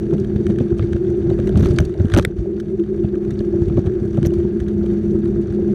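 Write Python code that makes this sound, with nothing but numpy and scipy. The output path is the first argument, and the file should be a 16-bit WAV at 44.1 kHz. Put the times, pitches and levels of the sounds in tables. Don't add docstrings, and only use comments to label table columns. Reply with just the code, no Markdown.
import sys
import numpy as np
from scipy import signal
from scipy.fft import rfft, irfft
from scipy.io import wavfile
from scipy.ndimage import uniform_filter1d

SR = 44100
rng = np.random.default_rng(int(sys.argv[2]) if len(sys.argv) > 2 else 0)


def undo_db(level):
    steps = np.asarray(level, float) / 20
    return 10 ** steps


def to_wav(sig):
    pcm = np.clip(np.atleast_2d(sig), -1, 1) * 32767
    pcm = np.round(pcm).astype(np.int16)
    wavfile.write(sys.argv[1], SR, pcm.T)


N = 253134

# time in seconds, level in dB against the average.
ROAD = [(0, -0.5), (.6, -1), (1.0, -2), (1.4, 2.5), (1.55, 2), (1.63, 4.5), (1.72, 5), (1.82, 1.5),
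        (2.08, -5.5), (2.17, 6.5), (2.24, -0.5), (2.33, -8), (2.45, -6), (3.05, -4.5), (3.6, -1), (4.2, -1),
        (4.5, -1.5), (5.74, 0)]


def evened(x):
    return x / np.sqrt(np.mean(x ** 2) + 1e-20)


def peaked(x):
    return x / np.sqrt(uniform_filter1d(x ** 2, size=66).max())


def read(points, hz):
    f, value = np.transpose(points)
    return np.interp(np.log(hz + 1), np.log(f + 1), value)


def curve(rows, order):
    columns = np.transpose(rows)
    return np.interp(np.arange(N) / SR, columns[0], columns[order])


def add(mix, s, sound):
    part = mix[round(s * SR):][:len(sound)]
    part += sound[:len(part)]


def drift(hz):
    f = np.fft.rfftfreq(N, 1 / SR)
    return evened(irfft(rfft(rng.standard_normal(N)) / (1 + (f / hz) ** 2), N))


def causal(db):
    log_gain = np.log(undo_db(np.maximum(np.r_[db, db[-2:0:-1]], -100)))
    taps = np.fft.ifft(np.exp(np.conj(signal.hilbert(log_gain)))).real[:2048]
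    return taps / np.linalg.norm(taps)


def coloured(x, points):
    response = causal(read(points, np.fft.rfftfreq(4096, 1 / SR)))
    return signal.oaconvolve(x, response)[:len(x)]


def modes(x, table):
    out = 0
    for hz, width, db in table:
        r = np.exp(-np.pi * width / SR)
        pole = r * np.exp(2j * np.pi * hz / SR)
        ring = signal.lfilter([(1 - r) ** 2], [1, -2 * pole, pole ** 2], x).real
        out = out + undo_db(db) * 2 * ring / np.sqrt(width)
    return out


def motor():
    # time in seconds, level in dB.
    hum_points = [(0, -25), (.95, -27.5), (1.15, -32), (1.5, -26.5), (2.2, -49), (2.4, -30.5), (3, -26.5),
                  (3.5, -26.5), (3.65, -32.5), (4.25, -27), (4.4, -26), (4.9, -21.5), (5.4, -23.5), (5.47, -34.5),
                  (5.56, -24), (5.74, -19)]
    hum_hz, mesh_ratio = 205.9, 5 / 3
    turns = np.cumsum(hum_hz * (1 + 0.004 * drift(hz=6.7))) / SR
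    hum_level = np.sqrt(2) * undo_db(curve(hum_points, order=1) + 2.5 * drift(hz=21))
    hum = hum_level * np.sin(2 * np.pi * turns + 0.57 * drift(hz=14))
    mesh_level = undo_db(-2.5 + 1.5 * drift(hz=9.4))
    mesh = mesh_level * np.sin(2 * np.pi * mesh_ratio * turns + 0.27 * drift(hz=9.9))
    return hum, mesh


def frame_level():
    # centre in seconds, level in dB, half length in seconds.
    swell_rows = [(0.11, -22, 0.096), (0.5, -23, 0.22), (0.716, -21, 0.02), (0.834, -22.5, 0.015),
                  (1.122, -21, 0.24), (1.316, -20, 0.022), (1.485, -25.5, 0.039), (1.696, -28.5, 0.11),
                  (1.7, -35, 0.014), (1.857, -30, 0.57), (2.18, -11.5, 0.0068), (2.518, -25, 0.09),
                  (2.736, -24.5, 0.042), (2.807, -15.5, 0.017), (2.977, -21, 0.097), (3.158, -20.5, 0.031),
                  (3.238, -26, 0.094), (3.412, -18, 0.0057), (3.565, -20, 0.14), (3.782, -17.5, 0.014),
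                  (3.915, -24, 0.18), (3.943, -24.5, 0.012), (4.355, -20.5, 0.2), (4.913, -20, 0.011),
                  (4.931, -25, 0.34), (5.149, -18, 0.027), (5.273, -22, 0.033), (5.384, -20.5, 0.027),
                  (5.605, -20, 0.025), (5.789, -21.5, 0.28)]
    t = np.arange(0, N, 64) / SR
    swells = sum(undo_db(db) * np.exp(-((t - s) / half) ** 2) for s, db, half in swell_rows)
    resting = undo_db(-30.5 + 0.47 * curve(ROAD, order=1))
    return resting + np.interp(np.arange(N) / SR, t, swells)


def frame_ringing(mesh):
    # pitch in Hz, width in Hz, level in dB.
    frame_modes = [(344.1, 13.9, 2.5), (371.64, 27.2, 0.5), (389.4, 41.4, -10)]
    ringing = mesh + evened(modes(rng.standard_normal(N), frame_modes))
    slow = np.sqrt(uniform_filter1d(ringing ** 2, size=4000) + 0.11)
    return frame_level() * evened(ringing / slow)


def shaking(bumps):
    return evened(uniform_filter1d(abs(bumps), size=2500))


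def rumble(bumps):
    # frequency in Hz, density in dB per Hz.
    low_colour = [(8.8, -44), (15, -17.5), (48, 0.5), (155, -1.5), (199, -3), (225, -6.5), (272, -10.5),
                  (348, -15), (401, -5), (487, -28.5), (1000, -51), (1300, -79.5), (2200, -120)]
    hz = np.fft.rfftfreq(N, 1 / SR)
    lumpy = rng.standard_normal(N) * undo_db(2.0 * drift(hz=30))
    low = irfft(rfft(lumpy) * undo_db(read(low_colour, hz)), N)
    return undo_db(-24.5 + 0.91 * curve(ROAD, order=1) + 1.8 * shaking(bumps)) * evened(low)


def rattle(bumps):
    # pitch in Hz, width in Hz, level in dB.
    ridges = [(1640, 140, -10), (3660, 610, -3), (4540, 580, 1), (5840, 760, -11), (9450, 1200, -9.5)]
    # frequency in Hz, density in dB per Hz.
    housing = [(260, -29), (450, -8), (492, -9.5), (626, -9.5), (983, -25), (1250, -22), (1570, -22),
               (2210, -28.5), (4490, -39.5), (5060, -43.5), (5890, -37), (7710, -45.5), (9380, -45.5),
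               (15200, -66.5), (16400, -77.5)]
    sound = rng.standard_normal(N) * undo_db(1.5 * drift(hz=40))
    grain = undo_db(-60 * np.arange(1200) / SR / .023)
    busy = .9 + .6 * evened(uniform_filter1d(abs(bumps), size=600))
    for hz in (700, 1500, 3300, 4500, 6000, 9000):
        strength = undo_db(5.7 * np.minimum(rng.exponential(1, N), 2.4))
        hits = strength * (rng.random(N) < 70 * busy / SR)
        grains = signal.oaconvolve(hits, grain)[:N] * rng.standard_normal(N)
        sound = sound + 0.92 * np.sqrt(hz / SR) * evened(modes(grains, [(hz, 0.7 * hz, 0)]))
    sound = sound + 0.22 * evened(modes(sound, ridges))
    level = undo_db(-44.5 + 0.66 * curve(ROAD, order=1) + shaking(bumps))
    return level * evened(coloured(sound, housing))


def jolt(hz, length, phase, tail):
    t = np.arange(SR // 5) / SR - .05
    shape = np.where(t < 0, np.exp(-(t / (.5 * length)) ** 2), 1 / np.cosh(t / (tail * length)))
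    return shape * np.cos(2 * np.pi * (hz * t + phase))


def thuds():
    # deepest swing in seconds, peak in dB, pitch in Hz, length in seconds,
    # direction (1 kicked up, -1 dropped).
    large = [(0.143, -6, 151.3, 0.014, -1), (0.363, -5, 102.7, 0.014, -1), (0.495, -10.5, 106, 0.03, -1),
             (0.612, -6, 116, 0.022, -1), (0.729, -8.5, 88, 0.018, -1), (0.823, -10, 103.2, 0.015, 1),
             (0.845, -7.5, 108.4, 0.013, -1), (0.937, -12.5, 80.6, 0.05, -1), (1.299, -8.5, 117, 0.01, -1),
             (1.399, -7.5, 114.7, 0.01, 1), (1.525, -11, 86.5, 0.012, -1), (1.569, -4, 100.3, 0.017, 1),
             (1.63, -8, 130.3, 0.022, -1), (1.665, -4, 69.6, 0.022, 1), (1.71, -6, 100, 0.016, 1),
             (1.811, -1.5, 104.7, 0.018, 1), (2.015, -6.5, 99.6, 0.02, -1), (2.048, -5, 114.4, 0.011, -1),
             (2.151, -3.5, 94.6, 0.018, 1), (2.184, -5, 89.3, 0.016, 1), (2.408, -14, 55.2, 0.051, 1),
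             (3.049, -6, 117, 0.012, -1), (3.623, -5.5, 87.7, 0.015, -1), (3.681, -7.5, 105, 0.014, -1),
             (3.712, -7, 125.7, 0.01, 1), (3.791, -4.5, 99.5, 0.014, 1), (3.873, -7, 83.7, 0.02, -1),
             (4.187, -3.5, 121.5, 0.013, 1), (4.269, -2.5, 111.3, 0.013, 1)]
    # time in seconds, peak in dB, direction.
    small = [(0.035, -18.5, -1), (0.217, -12, 1), (1.262, -11, 1), (1.439, -11.5, -1), (1.464, -11, -1),
             (1.734, -11.5, 1), (1.843, -15, -1), (2.275, -13, 1), (3.323, -13.5, -1), (3.406, -10, -1),
             (3.554, -12.5, -1), (4.024, -8.5, -1), (4.054, -12, -1), (4.225, -9.5, -1), (4.452, -11.5, -1),
             (4.923, -12.5, -1), (5.277, -13, 1), (5.387, -13.5, -1), (5.509, -12.5, 1)]
    # time in seconds, peak in dB, pitch
    # in Hz, direction.
    more_bumps = [(0.401, -13, 110.3, -1), (0.528, -15.5, 110.6, -1), (0.802, -10, 79.9, 1),
                  (0.951, -13.5, 100.7, -1), (1.1, -14.5, 111, 1), (1.32, -12, 99, 1), (1.558, -7, 110, 1),
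                  (1.584, -8.5, 110.3, 1), (1.601, -6.5, 89.2, -1), (1.7, -11, 110, 1),
                  (1.756, -14.5, 100.2, -1), (1.802, -3.5, 94.6, -1), (2.004, -6, 94.4, -1),
                  (2.064, -10.5, 89.4, 1), (2.146, -9, 99.7, -1), (2.2, -10.5, 110.7, 1),
                  (2.39, -16.5, 80.6, 1), (3.285, -15, 110.2, -1), (3.768, -12.5, 100.2, -1),
                  (4.154, -14, 110.6, 1), (4.239, -10.5, 109.5, -1), (4.386, -12, 79.2, 1),
                  (4.619, -19, 80.4, 1), (4.816, -17, 100.8, -1), (5.04, -14.5, 100, -1),
                  (5.153, -14.5, 100, 1)]
    out = np.zeros(N)
    rows = large + [(s, db, 117, 0.011, way) for s, db, way in small]
    for (s, db, hz, length, way), (u, v) in zip(rows, rng.random((len(rows), 2))):
        swing = jolt(hz, length, 0.075 * (u - .5), tail=0.23)
        swing = swing + .5 * jolt(1.93 * hz, 0.49 * length, .2 * (v - .5), tail=0.52)
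        cut = round(max(.05 - s, 0) * SR)
        add(out, max(s - .05, 0), np.sign(way) * undo_db(db - 2.5) * swing[cut:])
    for s, db, hz, way in more_bumps:
        add(out, s - .05, np.sign(way) * undo_db(db) * jolt(hz, 0.015, 0, tail=.3))
    return out


def ticks():
    # time in seconds, body in dB, bright part in dB, body pitch in Hz.
    clacks = [(0.4685, -40, -44, 1580), (0.59, -42, -44, 1640), (0.7947, -29, -52.5, 1270),
              (0.927, -42, -46, 1740), (1.3894, -33.5, -55, 1240), (1.493, -35, -39, 1550),
              (1.557, -31, -53, 1320), (1.5963, -43, -45, 1100), (1.607, -37, -40, 1156),
              (1.637, -43, -43, 3000), (1.6581, -25.5, -37, 1220), (1.67, -58, -36, 3710),
              (1.7868, -23.5, -40.5, 2150), (1.802, -31.5, -38, 1500), (1.9988, -38.5, -55, 1880),
              (2.055, -39.5, -46, 1530), (2.1416, -28, -35, 1500), (2.14, -28, -34, 1300),
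              (2.148, -30, -24, 1680), (2.1645, -18, -43, 1300), (2.175, -24, -21.5, 1500),
              (2.18, -27.5, -25.5, 1563), (2.1869, -17.5, -21.5, 1660), (2.196, -16.5, -26, 1238),
              (2.254, -36, -50, 1700), (3.3922, -36.5, -45, 4070), (3.699, -37.5, -61, 1230),
              (4.231, -46, -44, 1590), (4.2505, -32.5, -45, 2100), (4.254, -39, -37, 3240)]
    # time in seconds, body in dB, bright part in dB, body pitch in Hz.
    scrapes = [(0.135, -43, -47, 1280), (0.198, -54, -45.5, 1560), (0.3589, -46.5, -58, 2150),
               (0.504, -45, -57, 1970), (0.6033, -41, -64, 1220), (0.784, -49, -46, 2860),
               (0.8244, -40.5, -54, 2010), (0.962, -41, -51.5, 1520), (1.3, -38.5, -58, 1860),
               (1.4718, -37.5, -41.5, 1890), (1.573, -42, -36, 2950), (1.6465, -41, -39, 2940),
               (1.6855, -57, -43, 1670), (1.707, -49, -42.5, 1250), (1.7614, -39.5, -51, 3880),
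               (1.8506, -39.5, -41, 3800), (2.118, -30, -58, 1790), (2.209, -48, -46, 1100),
               (2.224, -39, -39, 1680), (2.6, -41, -42, 1620), (3.0364, -48, -68, 1360),
               (3.306, -40.5, -43.5, 1860), (3.619, -49, -51, 1450), (3.771, -32.5, -51, 1135),
               (3.86, -41, -50, 1220), (4.171, -40, -49, 1290), (4.255, -38, -39.5, 1720),
               (4.337, -43, -44.5, 1170), (4.602, -43.5, -48, 1710), (4.682, -44, -48.5, 1600)]
    # time in seconds, body in dB, body pitch in Hz.
    grit = [(0.1084, -38, 1290), (0.181, -37, 1470), (0.2457, -36, 1620), (0.559, -38, 1710),
            (0.7048, -40, 1570), (1.048, -41.5, 1700), (1.068, -42, 1300), (1.8935, -38, 1210),
            (1.94, -38, 1960), (1.9874, -40, 1370), (2.0827, -35, 1560), (2.3855, -41, 1200),
            (2.6579, -51, 1570), (2.6828, -46, 1620), (2.796, -38.5, 1420), (2.8373, -42, 1580),
            (3.1548, -36.5, 1250), (3.249, -37, 1230), (3.4046, -36, 1540), (4.1294, -44, 1200),
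            (4.145, -38, 1500), (4.3044, -39, 1400), (4.4009, -40, 1620), (4.439, -44.5, 1600),
            (4.861, -36, 1215), (5.256, -35, 1220)]
    # frequency in Hz, density in dB per Hz.
    bright_colour = [(3000, -52), (4000, -17), (4900, -18), (6000, -17), (7200, -26.5), (8800, -24.5),
                     (10400, -35.5), (11800, -33.5), (14000, -47.5), (16400, -51.5)]
    out, t = np.zeros(N), np.arange(2000) / SR
    rows = [(*row, 0.00693) for row in clacks]
    rows += [(*row, 0.025) for row in scrapes]
    rows += [(s, db - 6, db - 15, hz, 0.012) for s, db, hz in grit]
    for (s, body_db, bright_db, hz, length), noise in zip(rows, rng.standard_normal((len(rows), len(t)))):
        u = t / np.clip(0.45 * (length - .007), .0001, .0045)
        contact = noise * (1 - np.exp(-5 * u)) * np.exp(-u)
        contact[3] += 2.5
        contact[3 + round(1.04 * SR / hz)] += 1.3 * .42
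        contact += undo_db(-26) * noise[::-1] * np.exp(-t / .003)
        part_modes = [(hz, 0.43 * hz, 0), (1500, 900, -12), (min(1.9 * hz, 4400), 900, -8),
                      (2900, 1500, -13), (min(1.45 * hz, 4400), 800, -9)]
        body = undo_db(body_db + 1.5) * peaked(modes(contact, part_modes))
        bright = undo_db(bright_db - 2.0) * peaked(coloured(contact, bright_colour))
        add(out, s, body + bright)
    return signal.sosfilt(signal.butter(4, 1050, "highpass", fs=SR, output="sos"), out)


def knocks():
    # time in seconds, peak in dB, pitch in Hz.
    raps = [(0.139, -24, 490), (0.362, -27.5, 545), (0.503, -24, 524), (0.608, -22, 496), (0.796, -28, 510),
            (0.961, -30.5, 550), (1.313, -25, 540), (1.392, -21, 508), (1.478, -30, 545), (1.495, -29, 630),
            (1.565, -39, 490), (1.633, -37, 516), (1.658, -29, 567), (1.724, -34, 580), (1.8, -23.5, 615),
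            (2.001, -27.5, 580), (2.147, -16, 565), (3.41, -28.5, 560), (3.633, -40, 540), (2.25, -22, 497),
            (2.459, -32.5, 580), (3.046, -31, 627), (3.541, -26, 570), (3.781, -20, 562), (3.871, -37, 540),
            (4.179, -23, 567), (4.254, -24, 536), (4.322, -30.5, 600), (4.843, -27, 514),
            (5.589, -26.5, 513)]
    out = np.zeros(N)
    for (s, db, hz), (u, v) in zip(raps, rng.random((len(raps), 2))):
        ring = jolt(hz, 0.0045, u, tail=0.65) + .5 * jolt(1.24 * hz, 0.0015, v, tail=.9)
        add(out, max(s - .05, 0), undo_db(db + 1.5) * ring)
    return out * undo_db(.3 * rng.standard_normal(3).mean())


def slams():
    # time in seconds, peak in dB, pitch in Hz, ring length in seconds.
    blows = [(2.1675, -13, 580, 0.0053), (2.1885, -11, 560, 0.0048), (2.178, -22, 800, .006),
             (2.169, -6, 270, .008), (2.179, -7, 230, .008), (2.166, -24, 1000, .004),
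             (2.197, -16, 450, .006), (2.1905, -24, 900, .004), (1.805, -12, 230, .006),
             (1.66, -14, 300, .008), (2.251, -17, 380, .006), (3.78, -12, 270, .008), (.36, -13, 230, .006),
             (.61, -14, 240, .008), (1.566, -10, 230, .008), (2.006, -12, 220, .008),
             (2.05, -12, 220, .008), (.727, -17, 220, 0.0071)]
    out = np.zeros(N)
    for s, db, hz, length in blows:
        add(out, s - .05, undo_db(db) * jolt(hz, .004, 0, tail=length / .006))
    return out


def snaps():
    # pitch in Hz, width in Hz, level in dB.
    latch = [(1450, 450, -9), (2000, 620, 0.5), (3500, 1000, -8), (5350, 700, -22), (7800, 1200, -18),
             (9600, 1000, -20), (11300, 1000, -20.5), (13500, 2000, -24)]
    bracket = [(1250, 450, -13), (1580, 640, 1.5), (2150, 550, -7.5), (3080, 600, -6), (3560, 550, -14),
               (4380, 500, -21), (6030, 800, -13), (8240, 1100, -16.5)]
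    pin = [(3200, 1200, -11.5), (6000, 1200, 1), (9200, 1200, -10), (12200, 2000, -6), (15000, 1500, -22)]
    # time in seconds, level in dB.
    latch_snaps = [
        (2.2499, -11.5),
        (2.1435, -28),
        (2.1735, -25),
    ]
    bracket_snaps = [(1.7864, -11), (2.1383, -14), (2.1333, -37), (2.1, -31), (1.4, -33), (.467, -27),
                     (.586, -30), (.932, -28), (4.229, -30), (2.6, -38), (2.1465, -22), (4.602, -36),
                     (1.301, -39), (3.868, -35), (.36, -36), (.5, -36)]
    pin_snaps = [
        (4.2617, -29.5),
        (4.2683, -28),
        (4.2705, -34),
        (1.8045, -32),
        (1.5965, -39),
        (1.6255, -38),
        (2.1835, -27),
        (2.179, -29),
        (1.6605, -37),
    ]
    out, t = np.zeros(N), np.arange(800) / SR
    parts = ((latch, latch_snaps, -1), (bracket, bracket_snaps, 1), (pin, pin_snaps, 1))
    for part, rows, other in parts:
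        for s, db in rows:
            contact = undo_db(-27) * rng.standard_normal(len(t)) * np.exp(-t / .0025)
            contact[3] += 1
            if part is latch:
                contact = signal.lfilter(*signal.iirnotch(2850, 3.5, SR), contact)
            ring = modes(contact, part[::2]) + other * modes(contact, part[1::2])
            add(out, s, undo_db(db) * peaked(ring))
    return signal.sosfilt(signal.butter(4, 1100, "highpass", fs=SR, output="sos"), out)


def chatter():
    # centre in seconds, half length in seconds, level in dB.
    stretches = [
        (1.628, 0.044, -39.5),
        (1.814, 0.061, -65),
        (2.121, 0.042, -46),
        (2.189, 0.0093, -33),
        (4.259, 0.018, -53.5),
    ]
    # pitch in Hz, width in Hz, level in dB.
    loose_modes = [(1500, 1300, 9), (3340, 1300, 1.5), (6040, 1400, -5.5), (9370, 3000, -11)]
    t = np.arange(N) / SR
    level = sum(undo_db(db) * np.exp(-((t - s) / half) ** 2) for s, half, db in stretches)
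    strength = undo_db(1.7 * np.minimum(rng.exponential(1, N), 3))
    hits = strength * (rng.random(N) < 380 / SR)
    grains = signal.oaconvolve(hits, undo_db(-60 * t[:800] / 0.02))[:N] * rng.standard_normal(N)
    return level * evened(modes(grains, loose_modes))


def scene():
    bumps = thuds()
    hum, mesh = motor()
    body = hum + frame_ringing(mesh) + rumble(bumps) + bumps + knocks() + slams()
    body = body / (1 + abs(body / .68) ** 4) ** .25
    return (body + ticks() + rattle(bumps) + chatter() + snaps())[None]


def top_cut(x):
    return signal.sosfilt(signal.butter(12, 16510, fs=SR, output="sos"), x)


def record(dry):
    heard = signal.sosfilt(signal.butter(2, 33, "highpass", fs=SR, output="sos"), dry)
    heard = heard + undo_db(-86.5) * rng.standard_normal(N)
    heard = signal.sosfilt(signal.cheby2(12, 50, 16300, fs=SR, output="sos"), heard)
    limited = heard / (1 + abs(heard / .74) ** 8) ** .125
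    limited = limited * np.minimum((N - np.arange(N)) / 150, 1)
    return top_cut(limited)


dry = scene()
out = record(dry)
to_wav(out)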